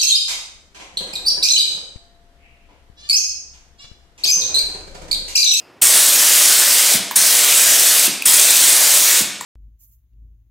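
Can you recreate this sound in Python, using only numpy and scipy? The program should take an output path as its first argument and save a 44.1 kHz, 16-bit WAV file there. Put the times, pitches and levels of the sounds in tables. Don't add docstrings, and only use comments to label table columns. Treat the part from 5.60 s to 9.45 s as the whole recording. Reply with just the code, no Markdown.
import sys
import numpy as np
from scipy import signal
from scipy.fft import rfft, irfft, next_fast_len
from scipy.io import wavfile
from scipy.ndimage import uniform_filter1d

SR = 44100
rng = np.random.default_rng(int(sys.argv[2]) if len(sys.argv) > 2 else 0)


def invert_db(x):
    u = np.asarray(x, float) / 20
    return 10 ** u


def materialize(psi):
    bounded = np.clip(np.atleast_2d(psi).T, -1, 1)
    quanta = np.round(bounded * 32767).astype(np.int16)
    wavfile.write(sys.argv[1], SR, quanta)


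N = 169785


def evened(x):
    return x / np.sqrt(np.mean(x ** 2) + 1e-20)


def read(points, hz):
    f, value = np.transpose(points)
    return np.interp(np.log(hz + 1), np.log(f + 1), value)


def coloured(x, points):
    size = next_fast_len(len(x) + 4096)
    gain = invert_db(read(points, np.fft.rfftfreq(size, 1 / SR)))
    return irfft(rfft(x, size) * gain, size)[:len(x)]


def add(mix, s, sound):
    part = mix[round(s * SR):][:len(sound)]
    part += sound[:len(part)]


def resonate(x, hz, width_hz):
    turn = np.exp(2j * np.pi * np.cumsum(hz * np.ones(len(x))) / SR)
    r = np.exp(-np.pi * width_hz / SR)
    return 2 * (turn * signal.lfilter([1 - r], [1, -r], x / turn)).real


def wander(top_hz):
    slow = signal.butter(2, min(top_hz, 2000), fs=SR)
    return evened(signal.lfilter(*slow, rng.standard_normal(N + SR))[SR:])


def turbulence(points, patchy_db, gust_db):
    a, b, patches = rng.standard_normal((N // 128 + 6, 257, 3)).T
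    patches = uniform_filter1d(patches, size=6, axis=0)
    patches = evened(uniform_filter1d(patches, size=25, axis=1))
    steady_low = np.minimum(np.arange(257) / 8, 1)[:, None]
    colour_db = read(points, np.fft.rfftfreq(512, 1 / SR))[:, None]
    z = (a + 1j * b) * invert_db(colour_db + patchy_db * patches * steady_low)
    noise = evened(signal.istft(z, nperseg=512, noverlap=384)[1][:N])
    return noise * invert_db(gust_db * wander(top_hz=24.3))


# frequency in Hz, level in dB per Hz.
HUM = [(18, -64), (30, -24), (124, -14), (174, -15.5), (355, -9), (394, -10.5), (2480, -23), (11400, -44),
       (16000, -49)]
HUM_DB = -50


def still_air():
    murmur = evened(coloured(rng.standard_normal(N), HUM))
    return invert_db(HUM_DB) * murmur * invert_db(0.5 * wander(top_hz=30))


# frequency in Hz, reverberation time t60 in seconds.
GARAGE_T60 = [(150, 0.57), (400, 1), (1000, 1), (2800, 0.94), (6000, 0.63), (9000, 0.48), (13000, 0.36),
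              (16000, 0.2)]
SHIFT_S = .045


def garage(x, count):
    taps = np.zeros((count, 3 * SR // 4))
    at = np.arange(200, taps.shape[1] - 20, 20)
    places = at + rng.integers(0, 20, (count, len(at)))
    signs = rng.choice([-1., 1.], (count, len(at)))
    np.put_along_axis(taps, places, signs, 1)
    hz, t, z = signal.stft(taps, SR, nperseg=256)
    decay = invert_db(-60 * t / read(GARAGE_T60, hz)[:, None])
    tails = signal.istft(z * decay, SR, nperseg=256)[1]
    tails = tails / np.linalg.norm(tails, axis=1)[:, None]
    place = (np.arange(N) / SR / SHIFT_S - np.arange(count)[:, None]) % count - 1
    turns = np.cos(np.pi / 2 * np.clip(place, -1, 1))
    return signal.fftconvolve(x * turns, tails, axes=1).sum(0)[:N]


# frequency in Hz, level in dB, decay time t60 in seconds.
CUP = [(2650, -59, 0.26), (4940, -54, 0.34), (8700, -68, .3)]


def paint_cup():
    out, t = np.zeros(N), np.arange(SR // 2) / SR
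    for hz, db, t60 in CUP:
        mode = evened(resonate(rng.standard_normal(len(t)), hz, 60))
        add(out, 0, invert_db(db - 60 * t / t60) * mode)
    return out


# start in seconds, level in dB, knock pitch in Hz, ping pitch in Hz,
# ping against knock in dB.
CLICKS = [(.001, -35.5, 2650, 4930, -4), (1.51, -17, 984, 13500, -5), (1.510, -23, 1710, 7400, 0),
          (1.518, -25, 2150, 14100, 6), (2.621, -11.5, 2580, 10600, -30), (2.625, -31, 2800, 14300, -6.5),
          (2.470, -14.5, 2650, 9000, -20), (2.476, -20, 2650, 9000, -20), (3.809, -20.5, 970, 7540, 0.5),
          (3.812, -28, 1900, 9300, -13), (3.821, -33, 4500, 14200, -3)]
KNOCK_WIDTH_HZ, PING_WIDTH_HZ = 240, 720
RATTLE_S, RATTLE_DB = 0.0012, 3.5
SETTLE_DB, SETTLE_S = -11, .014


def trigger():
    out, t = np.zeros(N), np.arange(2600) / SR
    strike = t / RATTLE_S * np.exp(1 - t / RATTLE_S)
    settling = invert_db(SETTLE_DB) * np.minimum(t / RATTLE_S, 1) * np.exp(-t / SETTLE_S)
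    shape = strike + settling
    for s, db, knock_hz, ping_hz, ping_db in CLICKS:
        hiss = rng.standard_normal(len(t))
        rattle = signal.lfilter(*signal.butter(2, 700, "high", fs=SR), hiss * shape)
        blow = 1.8 * shape * np.sin(2 * np.pi * knock_hz * t) * (t < 2 * RATTLE_S)
        knock = resonate(rattle + blow, knock_hz, KNOCK_WIDTH_HZ)
        knock = resonate(knock, knock_hz, 700)
        ping = resonate(rattle, ping_hz, PING_WIDTH_HZ)
        click = knock / abs(knock).max() + invert_db(ping_db) * ping / abs(ping).max()
        add(out, s, invert_db(db) * (click + invert_db(RATTLE_DB) * rattle / 4))
    return out


# centre in seconds, level in dB, pitch in Hz.
THUMPS = [
    (1.346, -22.5, 290),
    (1.3554, -18, 197),
    (1.572, -30, 190),
    (2.481, -18.5, 290),
    (2.496, -25, 200),
    (3.610, -22, 275),
    (3.620, -21.5, 190),
    (2.668, -35, 200),
]
PUSH_CYCLES = .78


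def valve():
    out = np.zeros(N)
    for s, db, hz in THUMPS:
        cycles = np.arange(-600, 900) / SR * hz
        push = np.cos(2 * np.pi * cycles) * np.exp(-(cycles / PUSH_CYCLES) ** 2)
        add(out, s - 600 / SR, invert_db(db) * push)
    return signal.lfilter(*signal.butter(1, 70, "high", fs=SR), out)


# valve opens in seconds, valve shuts in seconds, closing time in seconds,
# opening burst in dB, burst length in seconds.
PASSES = [
    (0.213, 1.352, 0.052, 6, 0.013),
    (1.553, 2.47, 0.01, 7, 0.017),
    (2.6503, 3.598, 0.059, 7, 0.0086),
]
OPEN_S = 0.0083
PAINT_DELAY_S, PAINT_RISE_S = .025, .05


def flow(t):
    air, burst, paint = np.zeros((3, N))
    for opens, shuts, closing, burst_db, burst_s in PASSES:
        opening = np.clip((t - opens) / OPEN_S, 0, 1) ** 2
        gate = opening * np.clip(1 - (t - shuts) / closing, 0, 1) ** 2
        since = np.maximum(t - opens - OPEN_S, 0)
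        air += gate
        burst += gate * invert_db(burst_db) * np.exp(-(since / burst_s) ** 4)
        paint += gate * np.clip((since - PAINT_DELAY_S) / PAINT_RISE_S, 0, 1)
    return air, burst, paint


BURST_HZ, BURST_WIDTH_HZ = 8850, 940
GLIDE_HZ_PER_S = 70000


def opening_burst(jet, t):
    opened = t - np.array(PASSES)[:, :1]
    latest = np.where(opened > 0, opened, np.inf).min(0)
    glide_hz = BURST_HZ + GLIDE_HZ_PER_S * np.minimum(latest - OPEN_S, .02)
    whistle = evened(resonate(jet, glide_hz, BURST_WIDTH_HZ))
    partial = evened(resonate(jet, 1.5 * BURST_HZ, BURST_WIDTH_HZ))
    edge = evened(np.diff(jet, prepend=0))
    return (whistle + 0.35 * partial + .4 * edge) / 2


CAP_DB, CAP_WIDTH_HZ, CAP_FLUTTER_DB = -23.5, 3700, 4.5


def air_cap(aim_db, cap_hz):
    cap = resonate(rng.standard_normal(N), cap_hz, CAP_WIDTH_HZ)
    cap = evened(resonate(cap, cap_hz, CAP_WIDTH_HZ))
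    return invert_db(CAP_DB + aim_db + CAP_FLUTTER_DB * wander(top_hz=85)) * cap


# frequency in Hz, level in dB per Hz.
PAINT = [(70, -49), (330, -16), (600, 4), (900, -8.5), (1800, -4), (4200, 5), (6000, 5), (12000, -13)]
PAINT_DB = -23.5


def paint_spray():
    return invert_db(PAINT_DB) * turbulence(PAINT, patchy_db=1.2, gust_db=.9)


# frequency in Hz, level in dB per Hz.
JET = [(24, -73), (40, -62), (249, -17), (600, -16.5), (1150, -13.5), (2000, -9), (2700, -8), (8130, -3.5),
       (16000, -8)]
JET_DB, JET_LOW_HZ = -13.5, 227
JET_FOLLOWS = .35
# time in seconds, level in dB,
# air cap resonance in Hz.
AIM = [
    [(0.26, -13.5, 8300), (0.352, -12.5, 8500), (0.53, -18.5, 8800), (0.71, -13, 7800), (1.33, -18.5, 8290)],
    [(1.6, -17, 8500), (1.966, -15, 8120), (2.3, -15.5, 8150), (2.436, -19, 8400), (2.46, -14.5, 8200)],
    [(2.7, -10, 8800), (2.706, -12, 8470), (2.838, -14, 8150), (3.552, -17, 8200), (3.59, -18, 8040)],
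]


def gun():
    t = np.arange(N) / SR
    air, burst, paint = flow(t)
    s, aim_db, cap_hz = np.concatenate(AIM).T
    aim_db, cap_hz = np.interp(t, s, aim_db) + 19, np.interp(t, s, cap_hz)
    jet = turbulence(JET, patchy_db=1.9, gust_db=-0.6)
    x = air * (invert_db(JET_DB + JET_FOLLOWS * aim_db) * jet + air_cap(aim_db, cap_hz))
    x += invert_db(JET_DB) * burst * opening_burst(jet, t)
    x += paint * paint_spray()
    return signal.lfilter(*signal.butter(1, JET_LOW_HZ, "high", fs=SR), x)


# frequency in Hz, side against mid in dB.
WIDE = [(60, -15), (110, -14.5), (200, -15.5), (380, -14), (700, -20.5), (1290, -27), (2380, -18),
        (4400, -15.5), (8120, -14.5), (15000, -10)]
GARAGE_DB, THUMP_ROOM_DB = -5.5, 1


def scene():
    near, thumps = gun() + trigger() + paint_cup(), valve()
    far = near + invert_db(THUMP_ROOM_DB) * thumps
    near = near + thumps
    mid = near + invert_db(GARAGE_DB) * garage(far, count=14) + still_air()
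    leak = 0.51 * uniform_filter1d(near, size=30)
    side = coloured(leak + invert_db(-4.0) * garage(far, count=3) + still_air(), WIDE)
    return np.array([mid + side, mid - side])


def band_limit(x):
    return signal.sosfilt(signal.butter(12, 15800, fs=SR, output="sos"), x)


LIMIT_DB, RECOVER_DB_PER_S = -12.5, 85
CLIP = .85
MIC_LOW_HZ, TOP_CUT_HZ = 55, 15860


def record(dry):
    power = signal.lfilter([.003], [1, -.997], (dry ** 2).mean(0))
    power_db = 10 * np.log10(abs(power) + 1e-12)
    fall = np.arange(N) * RECOVER_DB_PER_S / SR
    peak_db = np.maximum.accumulate(power_db + fall) - fall
    over_db = np.maximum(peak_db - LIMIT_DB, 0)
    held = dry / invert_db(0.22 * uniform_filter1d(over_db, size=300))
    low_cut = signal.butter(1, MIC_LOW_HZ, "high", fs=SR, output="sos")
    held = signal.sosfilt(low_cut, np.clip(held, -CLIP, CLIP))
    top_cut = signal.firwin(401, TOP_CUT_HZ, window=("kaiser", 9), fs=SR)
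    mix = signal.oaconvolve(held, top_cut[None], "same")
    return band_limit(mix)


dry = scene()
out = record(dry)
materialize(out)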